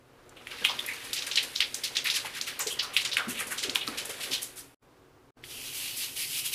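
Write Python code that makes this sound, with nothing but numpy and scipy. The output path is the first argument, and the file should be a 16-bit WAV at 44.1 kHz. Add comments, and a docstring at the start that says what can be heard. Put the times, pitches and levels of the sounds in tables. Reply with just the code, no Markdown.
"""Bottle splats and a scrubbing brush

Cleaning liquid is shaken out of a plastic bottle: it glugs in the neck and lands in splats on a powdered
shower floor. Splats are upswept cracks plus thousands of ringing droplets; glugs, and one small dull knock
before them, are pops with noisy wakes. The sound drops out twice, with a quiet moment between, then a stiff
brush scrubs the wet grit as shaped noise. Hard tiled walls ring briefly as sparse reflections, and the stall
hums faintly as coloured noise."""
import sys
import numpy as np
from scipy import signal
from scipy.fft import rfft, irfft
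from scipy.io import wavfile
from scipy.ndimage import uniform_filter1d

SR = 44100
rng = np.random.default_rng(int(sys.argv[2]) if len(sys.argv) > 2 else 0)


def store_pcm(level_fs):
    """Save levels as 16-bit WAV."""
    pcm = np.round(np.clip(level_fs, -1, 1) * 32767).astype(np.int16)
    wavfile.write(sys.argv[1], SR, np.atleast_2d(pcm).T)


N = 288414  # length in samples


def amp(db):
    """Gain of a level in dB."""
    return 10 ** (np.asarray(db) / 20)


def evened(x):
    """Scales each row to rms 1."""
    return x / np.sqrt(np.mean(x ** 2, axis=-1, keepdims=True) + 1e-20)


def read(points, hz):
    """Reads a table on a log-frequency axis."""
    f, value = np.transpose(points)
    return np.interp(np.log(hz + 1), np.log(f + 1), value)


def curves(rows):
    """Columns of a table at every sample, and a switch that is on while the table runs."""
    s, *columns = np.transpose(rows)
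    t = np.arange(N) / SR
    on = (t >= s[0]) * (t <= s[-1])
    return [np.interp(t, s, column) for column in columns], on


def add(mix, s, sound):
    """Mixes a sound in at a time in seconds."""
    part = mix[round(s * SR):][:len(sound)]
    part += sound[:len(part)]


def coloured(x, spectrum):
    """Gives x a spectrum that falls away at 10 dB more per octave outside the table, at rms 1."""
    hz = np.fft.rfftfreq(x.shape[-1], 1 / SR)
    octaves_below = np.maximum(np.log2(spectrum[0][0] / (hz + 1)), 0)
    octaves_above = np.maximum(np.log2((hz + 1) / spectrum[-1][0]), 0)
    gain_db = read(spectrum, hz) - 10.0 * (octaves_below + octaves_above)
    return evened(irfft(rfft(x) * amp(gain_db), x.shape[-1]))


def hump(hz):
    """Spectrum of a rough resonance."""
    return [(hz * 0.67, -12), (hz, 0), (hz * 1.3, -12)]


def grit(shape, spread_db, clump_s):
    """Dense noise of uneven strength, like tiny impacts that arrive in clumps."""
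    clumps = evened(uniform_filter1d(rng.standard_normal(shape), max(round(clump_s * SR), 1)))
    return rng.standard_normal(shape) * amp(spread_db * clumps)


def blip(hz, cycles):
    """A few swings under a quick rise and a slower fall, energy 1."""
    turns = hz * np.arange(round(4 * cycles / hz * SR)) / SR
    envelope = (turns / cycles) ** 2 * np.exp(-3 * turns / cycles)
    swing = envelope * np.sin(2 * np.pi * turns)
    return swing / np.linalg.norm(swing)


# air modes of the stall: (pitch [Hz], width [Hz], lift [dB])
AIR_MODES = [(242.3, 6.4, 9), (276.5, 10.8, 9), (367.7, 13, 10.5), (458, 9.1, 3.5)]


def boomed(x):
    """The air between the walls favours a few pitches."""
    hz = np.fft.rfftfreq(N, 1 / SR)
    lift_db = sum(db / (1 + (2 * (hz - mode_hz) / width) ** 2) for mode_hz, width, db in AIR_MODES)
    return irfft(rfft(x) * amp(lift_db), N)


# colour of the hum before the air modes: (frequency [Hz], level [dB per Hz])
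HUM_COLOUR = [(25, -8), (80, -9.5), (125, -4), (200, -21), (250, -8), (480, -9), (560, -12), (1100, -14.5),
              (1500, -16.5), (1800, -21), (8000, -34), (15500, -38)]
# swell of the hum before the air modes: (time [s], hum level [dB], low drone level [dB])
HUM_LEVEL = [(0, -59, -72.5), (3.2, -57.5, -64), (5.3, -59.5, -75), (5.4, -55, -67), (6.54, -57.5, -58.5)]
DRONE_HZ = 139


def hum():
    """Air and distant plumbing: slowly uneven noise, swelling slightly, over a low noisy drone."""
    (level_db, drone_db), _ = curves(HUM_LEVEL)
    drone = coloured(rng.standard_normal(N), hump(DRONE_HZ))
    return amp(level_db) * coloured(grit(N, 1.0, 0.24), HUM_COLOUR) + amp(drone_db) * drone


# ring of the tiled walls: (frequency [Hz], time to die by 60 dB [s])
WALL_RING = [(250, 0.86), (3000, 0.2), (15000, 0.57)]


def stall(x):
    """Sparse reflections of random sign, each band dying at its own speed."""
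    taps, start = np.zeros(SR // 2), np.arange(120, SR // 2 - 20, 20)
    taps[start + rng.integers(0, 20, len(start))] = rng.choice([-1., 1.], len(start))
    hz, t, bands = signal.stft(taps, SR, nperseg=256)
    t60 = np.clip(read(WALL_RING, hz), .03, 2)[:, None]
    tail = signal.istft(bands * amp(-60 * t / t60), SR, nperseg=256)[1]
    return signal.oaconvolve(x, tail / np.linalg.norm(tail))[:N]


# stray drops between the splats, and liquid moving in the bottle:
# (time [s], patter level [dB], fizz level [dB], slosh level before the air modes [dB])
DRIZZLE = [(0, -77, -83, -73), (.34, -67, -74, -59.5), (.6, -42, -53.5, -53), (1.5, -48, -52, -54.5),
           (3.4, -47.5, -66.5, -52), (4.3, -46, -47.5, -50.5), (4.76, -67.5, -78, -76.5)]
# colour of the slosh before the air modes: (frequency [Hz], level [dB per Hz])
SLOSH_COLOUR = [(80, -8.5), (300, -6.5), (500, 1.5), (800, -5.5), (1400, -6)]
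SWILL_DB = 3  # unevenness of the slosh


def slosh():
    """Liquid swills inside the bottle: low noise in uneven clumps."""
    (*_, slosh_db), on = curves(DRIZZLE)
    return on * amp(slosh_db) * coloured(grit(N, SWILL_DB, 0.03), SLOSH_COLOUR)


# low bubbling pops, and one small dull knock at 0.36 s:
# (time [s], nominal level [dB], pitch [Hz], wake decay by 60 dB before limits [s])
GLUGS_AND_KNOCK = [(0.362, -38, 450, 0.028), (0.606, -40, 189, 0.12), (0.689, -30, 1040, 0.17),
                   (2.247, -28, 898, 0.06), (2.663, -31.5, 430, 0.1), (2.817, -38.5, 1280, 0.45),
                   (3.185, -28, 1410, 0.32), (3.271, -32, 264, 0.22), (3.643, -39, 417, 0.46),
                   (3.685, -29.5, 253, 0.052), (3.875, -27, 1280, 0.062), (3.879, -33, 291, 0.19),
                   (4.09, -32.5, 497, 0.11), (4.302, -33.5, 290, 0.13)]
POP_S = 0.0025  # time scale of the opening pop


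def glugs_and_knock():
    """Bubbling pops and one small dull knock: each is a short pop and a noisy wake roughly at its own pitch."""
    t, out = np.arange(12000) / SR, np.zeros(N)
    noises = rng.standard_normal((len(GLUGS_AND_KNOCK), len(t)))
    for (s, db, hz, t60), noise in zip(GLUGS_AND_KNOCK, noises):
        envelope = np.minimum(t / 0.012, 1) * amp(-60 * t / np.clip(t60, .03, .6))
        wake = coloured(noise, hump(hz)) * envelope
        add(out, s, amp(db - 1.0) * wake)
        add(out, s, amp(db + 12.0) * blip(hz, max(hz * POP_S, .8)))
    return out


# the brush circles: (time [s], scrape level of the head [dB], hiss level of the bristle tips [dB])
STROKES = [(5.422, -70, -84), (5.442, -53, -54), (5.482, -54, -51), (5.51, -43, -46), (5.6, -45, -45),
           (5.68, -39.5, -42), (5.716, -47, -45.5), (5.752, -42, -38), (5.852, -38, -39), (5.958, -44, -44),
           (5.974, -44.5, -34.5), (6.038, -33, -36.5), (6.082, -43.5, -44), (6.152, -53, -46),
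           (6.168, -39.5, -37), (6.22, -36, -35), (6.27, -42.5, -40.5), (6.394, -35.5, -33),
           (6.432, -45.5, -44), (6.462, -36, -30.5), (6.512, -45, -44.5), (6.54, -32, -30)]
# colours of the plastic head and of the bristle tips: (frequency [Hz], level [dB per Hz])
HEAD_COLOUR = [(600, -29.5), (1700, -18), (2300, -7.5), (3000, -2), (3900, -9), (5000, -8.5), (9000, -25)]
TIP_COLOUR = [(4000, -5.5), (7000, -6), (11000, -1), (13000, -5), (15500, -12.5)]
# the brush is set down: (time [s], reference level [dB])
KNOCKS = [(5.4384, -35)]
# modes of a knock: (pitch [Hz], peak over the knock's level [dB], length [swings])
KNOCK_MODES = [(2080, 2, 2.5), (3370, -0.5, 6.1)]
TURN_DB = 1.8  # depth of the head's shifting colour
RATTLE_DB, RATTLE_T60_S = -12, 0.11  # grit rattles under the head after a knock


def brush():
    """Bristles slip over grit: slips ring the plastic head, its colour shifting as it turns, and hiss at the tips."""
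    (scrape_db, hiss_db), on = curves(STROKES)
    bands = signal.stft(coloured(grit(N, 1.3, 0.0018), HEAD_COLOUR), nperseg=512)[2]
    patches = uniform_filter1d(rng.standard_normal(bands.shape), size=9, axis=0)  # across frequency
    patches = evened(uniform_filter1d(patches, size=10).ravel()).reshape(bands.shape)  # across time
    scrape = evened(signal.istft(bands * amp(TURN_DB * patches), nperseg=512)[1][:N])
    hiss = coloured(grit(N, 1.4, 0.001), TIP_COLOUR)
    out = on * (amp(scrape_db) * scrape + amp(hiss_db) * hiss)
    t = np.arange(4000) / SR
    for s, db in KNOCKS:
        rattle = coloured(rng.standard_normal(len(t)), HEAD_COLOUR)
        add(out, s + 0.00109, amp(db + RATTLE_DB - 60 * t / RATTLE_T60_S) * rattle)
        for hz, mode_db, swings in KNOCK_MODES:
            knock = blip(hz, swings)
            add(out, s, amp(db + mode_db) * knock / abs(knock).max())
    return out


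# a fleck of foam spits: (time [s], peak level [dB], pitch [Hz])
SPITS = [(0.293, -42.5, 7080), (0.863, -24.5, 11200), (1.163, -29, 11000), (2.0438, -25, 12500),
         (2.5925, -21, 12500), (3.402, -25, 9670), (3.6384, -26, 4600), (4.056, -23.5, 10000),
         (4.43, -20, 10000)]
SPIT_T60_S = 0.025


def spits():
    """Each fleck is a short, bright snap of noise."""
    t, out = np.arange(2000) / SR, np.zeros(N)
    for (s, db, hz), noise in zip(SPITS, rng.standard_normal((len(SPITS), len(t)))):
        snap = coloured(noise, hump(hz)) * amp(-60 * t / SPIT_T60_S)
        add(out, s, amp(db) * snap / abs(snap).max())
    return out


# a slug of liquid lands: (time [s], nominal spray level [dB], pitch [Hz], pitch spread before limits [octaves],
# nominal fizz level [dB], rise before limits [s])
SPLATS = [(.361, -49.5, 2980, 0.24, -61, 0.013), (0.4701, -43, 2510, 0.36, -49, 0.00076),
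          (0.507, -36.5, 2700, 0.55, -49, 0.0068), (0.64, -21, 3130, 0.11, -33.5, 0.0081),
          (.65, -24.5, 2880, 0.26, -51, 0.00061), (0.686, -28.5, 3700, 0.35, -56, 0.006),
          (.792, -32.5, 3470, 0.069, -41, 0.00082), (0.874, -28, 2180, 0.15, -41.5, 0.012),
          (0.932, -40.5, 2320, 0.89, -41, 0.0022), (1.033, -46, 3600, 1, -43, 0.017),
          (1.13, -30.5, 4200, 0.45, -28.5, 0.0012), (1.158, -29.5, 4100, 0.5, -53, 0.019),
          (1.2213, -34.5, 4030, 0.52, -49.5, 0.0011), (1.264, -33.5, 3180, 0.78, -34, 0.0032),
          (1.3126, -28.5, 3900, 0.46, -56, 0.0013), (1.3563, -25.5, 4810, 0.46, -41, 0.0012),
          (1.369, -19.5, 3340, 0.33, -46.5, 0.0035), (1.385, -36, 3820, 0.29, -57.5, 0.0006),
          (1.426, -33.5, 3560, 0.54, -33.5, 0.0015), (1.549, -32, 4630, 0.37, -46.5, 0.0082),
          (1.56, -34.5, 4510, 0.38, -51.5, 0.0007), (1.6042, -19.5, 3310, 0.39, -39.5, 0.0012),
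          (1.743, -32.5, 6700, 0.59, -52, 0.001), (1.835, -24.5, 4200, 0.48, -30, 0.0024),
          (1.949, -29, 3420, 0.52, -43, 0.0049), (1.9674, -25.5, 4240, 0.5, -54, 0.001),
          (2.044, -24, 3020, 0.5, -33, 0.024), (2.1, -24, 4060, 0.35, -33, 0.0012),
          (2.136, -25.5, 3800, 0.6, -30.5, 0.028), (2.243, -34.5, 2600, 0.55, -39.5, 0.016),
          (2.337, -35.5, 2950, 0.55, -39.5, 0.032), (2.4116, -33.5, 4850, 0.62, -42, 0.00086),
          (2.463, -32, 2900, 0.54, -35, 0.02), (2.5895, -29.5, 3520, 1.4, -39, 0.0055),
          (2.6, -29, 7000, 0.19, -45.5, 0.0098), (2.669, -28.5, 5500, 0.64, -48, 0.0014),
          (2.697, -33, 3100, .1, -35, 0.024), (2.789, -24, 3600, 0.37, -57.5, 0.0035),
          (2.799, -38, 4540, 0.2, -60, 0.00065), (2.824, -35, 4700, 0.24, -37.5, 0.0045),
          (2.9326, -35.5, 2970, 0.26, -38, 0.014), (2.9653, -20, 3100, 0.37, -29.5, 0.0011),
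          (3.006, -32.5, 3900, 0.65, -38.5, 0.0037), (3.047, -26.5, 3980, 0.66, -42, 0.0031),
          (3.116, -26, 3920, 0.29, -63, 0.0017), (3.131, -36, 4150, 0.55, -37.5, 0.00086),
          (3.168, -24, 2455, 0.47, -33, 0.00097), (3.28, -38.5, 2560, 0.42, -31.5, 0.024),
          (3.34, -33.5, 2800, 0.27, -42, 0.046), (3.387, -32, 2120, 0.45, -32, 0.018),
          (3.466, -58, 3220, 0.27, -35.5, 0.0033), (3.5, -32.5, 1940, 0.43, -32, 0.02),
          (3.575, -28.5, 4750, 0.56, -43.5, 0.0052), (3.625, -26, 3840, 0.59, -34.5, 0.0041),
          (3.695, -33, 4240, 0.68, -64, 0.00089), (3.747, -30, 3340, 1.2, -31.5, 0.0025),
          (3.758, -29, 3150, 0.23, -56, 0.00055), (3.808, -31, 3150, 0.21, -61, 0.0038),
          (3.866, -38, 3450, 0.9, -37, 0.0034), (3.878, -42, 4450, 0.24, -44, 0.00042),
          (3.92, -39.5, 1930, 0.42, -60.5, 0.0026), (3.9715, -29.5, 3700, 0.6, -35, 0.013),
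          (4.049, -52, 3520, 0.9, -38, 0.0011), (4.091, -37, 3000, 0.65, -33, 0.005),
          (4.202, -33.5, 3340, 0.47, -34.5, 0.037), (4.309, -27, 4000, 0.43, -33, 0.028),
          (4.334, -27, 3400, 0.21, -42, 0.001), (4.415, -41, 4560, 0.7, -31, 0.012),
          (4.556, -46, 4400, 1, -37.5, 0.028)]
CRACK_DB, SUDDEN_S = 14.5, 0.00079  # crack over spray for a landing with this rise
BLUNTING_DB = 11.5  # crack level lost per doubling of the rise
TORN_RAD = .42  # phase wobble of a crack


def cracks():
    """The pocket of air under each slug snaps shut, so its pitch sweeps up; ragged slugs sweep wider and longer."""
    out = np.zeros(N)
    ragged = evened(uniform_filter1d(rng.standard_normal((len(SPLATS), SR // 100)), size=13))
    for (s, spray_db, hz, spread, _, rise), flutter in zip(SPLATS, ragged):
        db = spray_db + CRACK_DB - BLUNTING_DB * np.log2(max(rise, .0003) / SUDDEN_S)
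        length_s = np.clip(0.0342 * spread ** 2, .0016, .006)
        u = np.arange(0, 1, 1 / (length_s * SR))  # progress through the crack
        sweep_hz = hz * 2 ** (4.09 * min(spread, .5) * (u - .55))
        swell = amp(db + 1.3 * flutter[:len(u)]) * np.sin(np.pi * u) ** 2  # torn edges make it flutter
        wobble = TORN_RAD * flutter[::-1][:len(u)]
        add(out, s - .001, swell * np.sin(2 * np.pi * np.cumsum(sweep_hz) / SR + wobble))
    crack_high_pass = signal.butter(4, 1300, 'high', fs=SR, output='sos')
    return signal.sosfilt(crack_high_pass, out)


DROP_HZ = np.geomspace(800, 15400, 70)  # pitches of the drop sizes, large to small
EDGE = 2.24  # steepness of a splat's band towards small drops


def sizes(hz, spread, skirt_db):
    """Power share of each drop size around a pitch, with a few strays of all sizes."""
    away = np.log2(DROP_HZ / hz) / np.clip(spread, .04, 1.5)
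    share = np.exp(-.5 * abs(away) ** np.where(away > 0, EDGE, 2)) + amp(2 * skirt_db)
    return share / share.sum()


# colour of the fizzing foam: (frequency [Hz], level [dB per Hz])
FIZZ_COLOUR = [(3000, -12.5), (7000, 1.5), (11000, 5), (13000, -1.5), (15500, -10)]
STEP = 32  # samples between points of an envelope
SPRAY_T60_S, TYPICAL_DB = 0.19, -33  # spray decay of a slug at the typical level
LINGER = 0.089  # weaker slugs linger: dB of time per dB
HOLD = 1.04  # above 1 a splat holds before it dies away
FINE_FADE = 0.41  # finer fizz dies sooner still: extra decay per octave of pitch


def splat_power():
    """Power over time for each drop size: spray and fizz of every splat, over the stray drops."""
    # doubling a dB value inside amp() gives power
    foam = amp(2 * read(FIZZ_COLOUR, DROP_HZ)) * DROP_HZ * (DROP_HZ > FIZZ_COLOUR[0][0])
    foam = foam[:, None] / foam.sum()
    fade = np.maximum(1.35 + FINE_FADE * np.log2(DROP_HZ / 9000), 1)[:, None]
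    (patter_db, fizz_db, _), on = curves(DRIZZLE)
    patter = sizes(2920, 0.56, -24.0)[:, None] * amp(2 * patter_db[::STEP])
    power = (patter + foam * amp(2 * fizz_db[::STEP])) * on[::STEP]
    t = np.arange(0, .4, STEP / SR)
    for s, spray_db, hz, spread, fizz_db, rise in SPLATS:
        rise = np.clip(rise, .001, .08)
        t60 = np.clip(SPRAY_T60_S * amp(LINGER * (TYPICAL_DB - spray_db)), .03, 1)
        decay = amp(-60 * (np.maximum(t - rise, 0) / t60) ** HOLD)
        shape = (0.3 + 0.49 * np.minimum(t / rise, 1)) * decay
        spray = sizes(hz, spread, -28.0)[:, None] * (amp(spray_db) * shape) ** 2
        fizz = foam * (amp(fizz_db) * shape ** fade) ** 2  # fizz dies sooner than the spray
        add(power.T, s / STEP, (spray + fizz).T)
    return power


CLUMP_DB = 1.42  # drops of all sizes come in bunches a few milliseconds long


def droplets(per_cycle=.3, spread_db=3.5, cycles=8.64):
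    """Each size lands at random moments and rings for a few swings; some drops hit much harder."""
    out, n = np.zeros(N), round(DRIZZLE[-1][0] * SR)
    power_by_size = splat_power()
    bunches = evened(uniform_filter1d(rng.standard_normal(power_by_size.shape[1]), size=5))
    for hz, power in zip(DROP_HZ, power_by_size * amp(2 * CLUMP_DB * bunches)):
        lands, force = rng.random(n), rng.exponential(1, n)
        blows = (lands < per_cycle * hz / SR) * amp(spread_db * np.minimum(force, 5))
        level = np.repeat(np.sqrt(power), STEP)[:n]
        out[:n] += signal.oaconvolve(evened(blows) * level, blip(hz, cycles))[:n]
    return out


def scene():
    """Near sounds, their reflections and the hum."""
    near = boomed(slosh()) + glugs_and_knock() + brush() + spits() + cracks() + droplets()
    return (near + amp(-10.0) * stall(near) + boomed(hum()))[None]


# dropouts: (sound drops out [s], starts back [s], is back [s])
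CUTS = [(4.745, 4.785, 4.826), (5.306, 5.335, 5.372)]
EDGE_HZ = 15550  # top of the sound's band


def record(dry):
    """Each cut drops the level by 32 dB, sinking to 50 dB, and fades back in; then a low-pass limits the band."""
    t, gain_db = np.arange(N) / SR, np.zeros(N)
    for out_s, start_s, back_s in CUTS:
        times = [out_s, out_s + .003, start_s, back_s - .006, back_s]
        gain_db += np.interp(t, times, [0, -32, -50, -12, 0])
    low_pass = signal.firwin(801, EDGE_HZ, window=("kaiser", 8), fs=SR)
    return signal.oaconvolve(dry * amp(gain_db), low_pass[None], "same")


dry = scene()
out = record(dry)
store_pcm(out)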